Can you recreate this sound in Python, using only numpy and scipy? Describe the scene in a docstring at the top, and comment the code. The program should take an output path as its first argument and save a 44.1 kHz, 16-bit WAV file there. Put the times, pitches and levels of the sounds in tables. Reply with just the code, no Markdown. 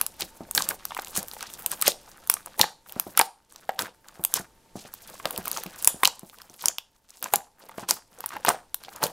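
"""Kneading a sticky foam-ball slime

Hands knead, squeeze and pull a sticky slime full of foam balls on a table, close in front of the microphone.
Trapped air pockets burst: shaped noise makes the bright snap, a sagging tone the short hollow ring.
Between them peeling strands crackle, as random clicks exciting short resonances.
Fingers thump the table top, whose modes ring; a small room answers the slime with a short noise tail.
Hiss with a faint narrow hum lies beneath, swelling and sinking."""
import sys
import numpy as np
from scipy import signal
from scipy.fft import rfft, irfft
from scipy.io import wavfile

SR = 44100
rng = np.random.default_rng(int(sys.argv[2]) if len(sys.argv) > 2 else 0)


def wav_out(sig):
    """Save sig, one row per channel (or a flat mono array), as 16-bit PCM at SR to the path in sys.argv[1]."""
    wavfile.write(sys.argv[1], SR, np.round(np.clip(np.atleast_2d(sig).T, -1, 1) * 32767).astype(np.int16))


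def voltage_ratio(decibels):
    """Convert decibels (scalar or array-like) to amplitude ratios, 20 dB per decade."""
    exponent = np.asarray(decibels, float) / 20
    return 10 ** exponent


N = 402191  # length [samples]

# Film over an air pocket tearing: (time [s], peak level [dB], pitch [Hz])
FILM_SNAPS = [(0.0134, 0.5, 13000), (0.0647, -7.5, 9200), (0.2079, -11, 11600), (0.5115, -10, 9700),
              (0.5503, -3.5, 6200), (0.5775, -0.5, 3800), (0.622, -9.5, 5350), (0.6893, -5, 11300),
              (0.8532, -8, 14200), (0.948, -20.5, 3000), (0.976, -18, 2470), (0.996, -22, 5500),
              (1.0205, -20, 14020), (1.072, -27, 3330), (1.083, -23.5, 9900), (1.1633, -11.5, 9200),
              (1.1748, -7, 7820), (1.2293, -18.5, 11500), (1.2834, -19, 11100), (1.314, -22, 4540),
              (1.336, -24, 11100), (1.408, -21.5, 3380), (1.4271, -19, 7360), (1.501, -29, 3000),
              (1.538, -21.5, 8600), (1.6227, -23, 13100), (1.662, -4.5, 8700), (1.7165, -7.5, 8140),
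              (1.8143, -8.5, 12320), (1.8231, -3, 8560), (1.865, -11, 7000), (1.8794, 4.5, 7420),
              (1.919, -18, 3940), (2.116, -34.5, 5500), (2.274, -20, 10060), (2.299, 10.5, 14600),
              (2.34, -5.5, 8600), (2.4605, -19, 9200), (2.5943, -7, 9790), (2.6135, 6.5, 4450),
              (2.8958, -28, 2800), (2.923, -17.5, 13800), (2.9982, -1, 12000), (3.175, -1, 10800),
              (3.1927, 1, 7800), (3.2133, -1.5, 3830), (3.5239, -30.5, 8850), (3.5604, -28, 5100),
              (3.792, -7, 3820), (3.8214, -14, 7900), (4.0853, -29.5, 5580), (4.239, -12, 11500),
              (4.2496, 0, 10800), (4.34, -2, 9100), (4.9388, -14, 14700), (5.2559, -10.5, 3900),
              (5.3084, -13.5, 12600), (5.362, -23, 3700), (5.3776, -9.5, 13000), (5.4566, -14.5, 11500),
              (5.48, -7.5, 13100), (5.515, -4.5, 13000), (5.573, -13.5, 5150), (5.636, -16.5, 14300),
              (5.53, -20, 6500), (5.664, -19.5, 3160), (5.8251, -15, 10600), (5.8465, -1.5, 8900),
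              (5.855, -12, 11170), (5.8744, 15.5, 9160), (6.0356, -5, 10100), (6.0495, -3.5, 4500),
              (6.0538, 2.5, 4070), (6.0747, -1, 6940), (6.194, -24, 7800), (6.2976, -30, 3350),
              (6.386, -30, 3830), (6.418, -29, 4200), (6.498, -32.5, 6000), (6.5424, -37, 3360),
              (6.61, -29.5, 5240), (6.6578, 1.5, 7660), (6.684, -1, 5630), (6.784, -12, 3750),
              (7.1051, -29, 6460), (7.2268, -10.5, 11600), (7.242, -11, 6660), (7.3373, -0.5, 9860),
              (7.3582, -3, 9900), (7.888, -13.5, 7460), (7.909, 0.5, 7550), (8.188, -31, 8000),
              (8.2058, -20, 13500), (8.2605, -8.5, 10800), (8.291, -21.5, 7000), (8.4494, -11, 11700),
              (8.4635, -13, 3400), (8.485, -12, 6100), (8.4899, -2.5, 8400), (8.7442, -7, 12300),
              (8.837, -28, 3460), (8.9611, -22, 8850), (9.03, -14, 10600), (9.0376, -5.5, 5240),
              (9.067, -17, 2800)]
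# Larger pockets emptying with a hollow pop: (time [s], peak level of the ring [dB], pitch [Hz])
HOLLOW_POPS = [(0.5797, -10, 1630), (0.6066, -19, 1100), (0.7104, -19.5, 1530), (0.9078, -25.5, 1170),
               (0.92, -22.5, 950), (0.968, -19.5, 1000), (0.99, -20, 785), (1.335, -34, 870),
               (1.367, -30.5, 900), (1.4097, -30, 1340), (1.428, -25.5, 1600), (1.826, -18, 1270),
               (1.8805, -10, 583), (2.369, -27, 1200), (2.598, -13.5, 895), (2.6327, -15.5, 1770),
               (2.641, -12, 864), (3.178, -9.5, 1370), (3.1974, -5, 940), (3.2127, -8.5, 825),
               (3.6929, -13, 765), (3.7915, -14.5, 1576), (5.092, -40, 920), (5.155, -40, 1090),
               (5.2, -29, 1100), (5.248, -27.5, 910), (5.2553, -14.5, 588), (5.306, -30, 966),
               (5.455, -28, 1290), (5.474, -21.5, 1035), (5.565, -23, 1300), (5.581, -24.5, 900),
               (5.636, -29, 1020), (5.8756, -13, 955), (6.0338, -3, 1070), (6.0774, -16, 970),
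               (6.641, -22.5, 988), (7.26, -23, 1065), (7.338, -7.5, 832), (7.694, -31, 920),
               (7.7827, -23.5, 670), (7.891, -18, 1010), (7.911, -15.5, 871), (8.241, -22.5, 917),
               (8.306, -29.5, 1200), (8.319, -30.5, 1100), (8.367, -19.5, 880), (8.4497, -12, 936),
               (8.472, -18.5, 1120), (8.4834, -6.5, 727), (8.4889, -7.5, 1280), (8.5034, -12, 950),
               (8.884, -28.5, 793), (9.03, -11, 910), (9.0396, -16.5, 588)]
# Fingers working the slime until they let go:
# (touch time [s], release time [s], crackle level at release [dB], squelch level at release [dB])
KNEAD_STROKES = [(0.059, 0.227, -55, -63), (0.286, 0.561, -57.5, -56), (0.581, 0.662, -39, -42),
                 (0.793, 1.162, -47, -51), (1.237, 1.842, -46.5, -49.5), (1.991, 2.598, -52.5, -55),
                 (2.863, 3.181, -50.5, -51.5), (3.499, 3.783, -55, -55), (4.048, 4.348, -53.5, -54),
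                 (4.764, 4.867, -46.5, -52), (4.93, 5.25, -49, -53), (5.257, 5.608, -41.5, -43.5),
                 (5.611, 5.858, -44, -49.5), (5.899, 6.054, -53, -56.5), (6.143, 6.65, -54.5, -60),
                 (7.093, 7.328, -50.5, -62), (7.587, 7.835, -54, -52.5), (8.113, 8.447, -52, -52),
                 (8.806, 9.035, -51.5, -50.5)]
# A finger or fold tearing free: (time [s], crackle level [dB], squelch level [dB])
TEARING_PULLS = [(0.02, -40, -43), (0.22, -33, -40.5), (0.578, -32, -29), (0.707, -33, -37),
                 (1.172, -29, -34.5), (1.427, -40, -49), (1.72, -35, -39), (1.872, -24.5, -32.5),
                 (2.321, -39.5, -47.5), (2.61, -27.5, -30.5), (3.078, -51.5, -58), (3.193, -26, -37.5),
                 (3.815, -28.5, -30.5), (4.361, -30.5, -35.5), (5.098, -41, -45.5), (5.275, -45, -39.5),
                 (5.536, -39, -58), (5.877, -41, -42.5), (6.055, -39, -37.5), (6.639, -40, -48),
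                 (6.67, -43.5, -40.5), (7.248, -44.5, -39.5), (7.348, -36, -35.5), (7.8, -43, -47),
                 (7.911, -28.5, -36), (8.35, -51, -38.5), (8.492, -26.5, -26.5), (9.041, -27, -27.5)]
# Strands catching at first touch: (crackle rise [dB/s], squelch rise [dB/s], lone tick rise [dB/s])
CATCH_RATES = (1600, 1200, 1600)
# The last strands letting go: (crackle fall [dB/s], squelch fall [dB/s], lone tick fall [dB/s])
RELEASE_RATES = (348.5, 276.5, 801)
# Slime left alone, before the mixing gains: (crackle level [dB], squelch level [dB], lone tick level [dB])
RESTING_LEVELS = (-69, -75.5, -71.5)
# Fingers pressing on the table: (time [s], knock level before the mode gains [dB])
FINGER_THUMPS = [(0.222, -27), (0.407, -26), (1.18, -25), (2.606, -21), (2.964, -26.5), (3.067, -26.5),
                 (4.195, -28), (4.398, -27.5), (4.756, -26), (4.851, -39.5), (5.255, -29.5), (5.385, -24),
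                 (5.66, -28.5), (5.944, -30.5), (6.232, -34), (6.502, -41.5), (7.781, -32.5),
                 (7.828, -31.5), (9.035, -25.5)]
# Modes of the table top: (frequency [Hz], level [dB], time to die by 60 dB [s])
TABLE_MODES = [(121, -4.5, 0.0097), (195.2, -7.5, 0.041), (316, -8.5, 0.025), (560, -0.5, 0.0046)]
# Reverberation of the small room: (band frequency [Hz], time to die by 60 dB [s], tail level [dB])
ROOM_BANDS = [(288, 0.037, -20.5), (878, 0.31, -13), (1970, 0.12, -30), (3940, 0.18, -16),
              (8300, 0.31, -19), (12800, 0.12, -16)]
# Spectrum of the quiet room and microphone hiss: (frequency [Hz], relative density [dB per Hz])
HISS_SPECTRUM = [(30, 4.5), (90, -1.5), (550, -7), (950, -14), (2000, -17.5), (12000, -21.5),
                 (16000, -31.5)]
# The background swelling and sinking: (time [s], level of the hiss [dB])
AIR_SWELLS = [(0, -55.5), (2.298, -59), (3.3, -69.5), (4.0, -64), (4.7, -60.5), (5.8, -58.5), (6.85, -71),
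              (9.12, -62)]


def rms_one(x):
    """Normalization: scale a signal to unit root-mean-square value."""
    return x / np.sqrt(np.mean(x ** 2) + 1e-20)


def band(x, low_hz, high_hz):
    """Band-pass filtering by a second-order Butterworth design."""
    edges = np.clip([low_hz, high_hz], 15, .45 * SR)
    return signal.sosfilt(signal.butter(2, edges, "band", fs=SR, output="sos"), x)


def ring(clicks, hz, t60):
    """Damped resonance: a unit click sets a tone of height 1 ringing, with nothing far below it."""
    radius = voltage_ratio(-60 / (t60 * SR))
    angle = 2 * np.pi * hz / SR
    return signal.lfilter([.5, 0, -.5], [1, -2 * radius * np.cos(angle), radius ** 2], clicks + 1e-18)


def drift(rate_hz):
    """Slow random fluctuation of unit spread: white noise through a double low-pass pole."""
    pole = np.exp(-2 * np.pi * rate_hz / SR)
    slow = signal.lfilter([1], [1, -2 * pole, pole ** 2], rng.standard_normal(N + SR))
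    return rms_one(slow[SR:])  # the filter has settled after the first second


def add(out, s, sound):
    """Superposition: lay a short sound in at its moment s [s]."""
    at = max(round(s * SR), 0)
    out[at:at + len(sound)] += sound[:N - at]


def snaps(size=768):
    """Film rupture: a hiss swells as the film thins, then a noisy snap is coloured by the opening."""
    lead_s, edge_ratio = .003, 1.42  # swell before the tear [s]; band edge over pitch
    out = np.zeros(N)
    t = np.arange(size) / SR - lead_s
    after = voltage_ratio(-60 * t / 0.0034) + voltage_ratio(-8.0 - 60 * t / 0.011)
    before = voltage_ratio(60 * t / 0.0017) + voltage_ratio(-20.5 + 60 * t / 0.0022)
    shape = np.where(t > 0, after, before)
    noises = rng.standard_normal((len(FILM_SNAPS), size))
    for (s, db, hz), noise in zip(FILM_SNAPS, noises):
        noise[round(lead_s * SR)] = 1.9  # the instant of rupture
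        burst = noise * shape
        opening = band(burst, hz / edge_ratio, hz * edge_ratio)
        broad = 0.5 * band(burst, 1500, 16000)
        # the slime below gives a dull tap that grows less than the snap
        tap = voltage_ratio(-6.5 - 0.21 * db) * band(burst, 840, 1900)
        snap = opening + broad + tap
        add(out, s - lead_s, voltage_ratio(db) * snap / np.abs(snap).max())
    return out


def hollows(size=2048):
    """Cavity resonance: the emptied pocket clicks, then rings a few cycles, sagging as it slumps."""
    attack_s, main_cycles = .0012, 5.5  # time constant [s]; cycles to die by 60 dB
    linger_db, linger_cycles = -15, 30  # the wet cavity keeps ringing faintly
    out = np.zeros(N)
    t = np.arange(size) / SR
    noises = rng.standard_normal((len(HOLLOW_POPS), size))
    for (s, db, hz), noise in zip(HOLLOW_POPS, noises):
        tone = np.sin(2 * np.pi * hz * t * (1 - 1.5 * t))
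        wet = 0.51 * rms_one(band(noise, hz / 1.93, hz * 2.36))
        decay = voltage_ratio(-60 * t * hz / main_cycles) + voltage_ratio(linger_db - 60 * t * hz / linger_cycles)
        hollow = (tone + wet) * (1 - np.exp(-t / attack_s)) * decay
        click = voltage_ratio(-14.0) * np.diff(noise, prepend=0) * voltage_ratio(-60 * t / 0.004)
        add(out, s - .0008, voltage_ratio(db) * (hollow / np.abs(hollow).max() + click))
    return band(out, 120, 19000)


def effort_db():
    """Energy addition: each knead or pull swells until it lets go, then dies, and their powers add."""
    stretch_s, swell_db = .02, 5  # a pull stretches this long before it tears; gain from touch to release
    t = np.arange(0, N / SR + .001, .001)
    pulls = [(s - stretch_s, s, *db) for s, *db in TEARING_PULLS]
    touch, free, crackle, squelch = np.transpose(list(KNEAD_STROKES) + pulls)[:, :, None]
    yet_to_swell = swell_db * np.clip((free - t) / (free - touch), 0, 1)
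    tops = (crackle, squelch, crackle)  # lone ticks follow the crackle
    levels = []
    for top_db, rise, fall, rest_db in zip(tops, CATCH_RATES, RELEASE_RATES, RESTING_LEVELS):
        db = top_db - yet_to_swell
        db = db - rise * np.maximum(touch - t, 0) - fall * np.maximum(t - free, 0)
        power = np.sum(voltage_ratio(2 * db), axis=0) + voltage_ratio(2 * rest_db)
        levels.append(np.interp(np.arange(N) / SR, t, 10 * np.log10(power)))
    return levels


def grains(per_s, low_hz, high_hz, cycles, spread_db, patchy_db, count):
    """Random impulses: clicks of uneven size excite short resonances; strands of like size go in patches."""
    sizes = voltage_ratio(spread_db * np.minimum(rng.exponential(1, N), 4.5)) * rng.choice([-1, 1], N)
    born = rng.random(N) < per_s / SR
    dealt = rng.integers(0, count, N)  # which resonance each click excites
    low_patch, high_patch = drift(17), drift(24)
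    clicks = sizes * born / np.sqrt(per_s)  # the level does not follow the rate
    out = 0
    for k, hz in enumerate(np.geomspace(low_hz, high_hz, count)):
        turn = np.pi * k / count  # neighbouring pitches share most of their patches
        patch = voltage_ratio(patchy_db * (np.cos(turn) * low_patch + np.sin(turn) * high_patch))
        out = out + ring(clicks * patch * (dealt == k), hz, cycles / hz) * hz ** 0.82
    return rms_one(out)


def peeling(crackle_db, squelch_db, tick_db):
    """Adhesive release: strands fizz or tick alone, wet folds squelch lower; hard pulls free more at once."""
    full_db, thinning = -40.5, 0.19  # below full_db the fizz drops behind the lone ticks, in dB per dB
    per_s = 5000 * voltage_ratio(0.33 * (crackle_db + 57.0))
    fizz = grains(per_s, low_hz=2700, high_hz=14900, cycles=6.7, spread_db=3.0, patchy_db=6.5, count=10)
    ticks = grains(.025 * per_s, low_hz=1600, high_hz=13000, cycles=6.0, spread_db=3.0, patchy_db=3.0, count=8)
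    squelch = grains(.2 * per_s, low_hz=487, high_hz=1600, cycles=10.0, spread_db=3.5, patchy_db=5.5, count=8)
    fizz_db = crackle_db + thinning * np.minimum(crackle_db - full_db, 0)
    return voltage_ratio(fizz_db) * fizz + 0.5 * voltage_ratio(tick_db) * ticks + voltage_ratio(squelch_db) * squelch


def thumps(squelch_db):
    """Modal excitation: a knock and a short wet scuff drive the table modes; shifting slime rumbles them."""
    s, db = np.transpose(FINGER_THUMPS)
    at = (s * SR).astype(int)
    spread = rng.standard_normal((len(s), len(TABLE_MODES)))
    pushes = np.zeros(N)
    pushes[at] = voltage_ratio(db)
    scuff_shape = signal.lfilter([1], [1, -np.exp(-1 / (0.02 * SR))], pushes + 1e-18)
    scuff = scuff_shape * rng.standard_normal(N)
    rumble = voltage_ratio(squelch_db - 26.5) * rng.standard_normal(N)
    out = np.zeros(N)
    for k, (hz, mode_db, t60) in enumerate(TABLE_MODES):
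        drive = (rumble + voltage_ratio(-28.0) * scuff) * voltage_ratio(mode_db)
        drive[at] += voltage_ratio(db + mode_db + 0.37 * spread[:, k])
        out += ring(drive, hz, t60)
    return band(out, 30, 700) + voltage_ratio(2.5) * band(scuff, 470, 760)


def room(x):
    """Diffuse reverberation: dense reflections as noise dying away band by band, after a short gap."""
    t = np.arange(SR // 2) / SR
    tail = 0
    for hz, t60, db in ROOM_BANDS:
        noise = band(rng.standard_normal(len(t)), hz / 2.7, hz * 1.18)
        dying = noise * voltage_ratio(-60 * t / t60)
        # divided by the decay length, so a longer tail is not louder
        tail = tail + voltage_ratio(db) * dying / np.sqrt(t60 * SR / (2 * np.log(1000)))
    return signal.fftconvolve(x, tail * (t > .002))[:N]


def air():
    """Stationary noise shaped in frequency, with a faint narrow hum, under a slowly varying level."""
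    hum_hz, width_hz, hum_db = 900, 30, -8  # hum level is against the hiss
    hz = np.maximum(np.fft.rfftfreq(N, 1 / SR), 1)
    corner_hz, density_db = np.transpose(HISS_SPECTRUM)
    gain = voltage_ratio(np.interp(np.log(hz), np.log(corner_hz), density_db))
    hiss = irfft(rfft(rng.standard_normal(N)) * gain, N)
    hum = band(rng.standard_normal(N), hum_hz - width_hz / 2, hum_hz + width_hz / 2)
    level_db = np.interp(np.arange(N) / SR, *np.transpose(AIR_SWELLS))
    return voltage_ratio(level_db) * (rms_one(hiss) + voltage_ratio(hum_db) * rms_one(hum))


def scene():
    """Superposition of sources: slime dead centre, only the background differing between the channels."""
    crackle_db, squelch_db, tick_db = effort_db()
    slime = snaps() + hollows() + peeling(crackle_db, squelch_db, tick_db)
    side = voltage_ratio(-11) * band(air(), 110, 9000)  # opposite in sign left and right
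    return slime + room(slime) + thumps(squelch_db) + air() + side * [[1], [-1]]


def roll_off(x):
    """The treble ends steeply here."""
    return signal.sosfilt(signal.butter(12, 16710, fs=SR, output="sos"), x)


def record(dry):
    """Band limiting and overload: the top is cut and the loudest pops overload the input."""
    stop_hz = 15700 * 1.04  # 40 dB down from here up
    dull = signal.sosfilt(signal.cheby2(10, 40, stop_hz, fs=SR, output="sos"), dry)
    return roll_off(np.clip(dull, -1, 1))


dry = scene()
out = record(dry)
wav_out(out)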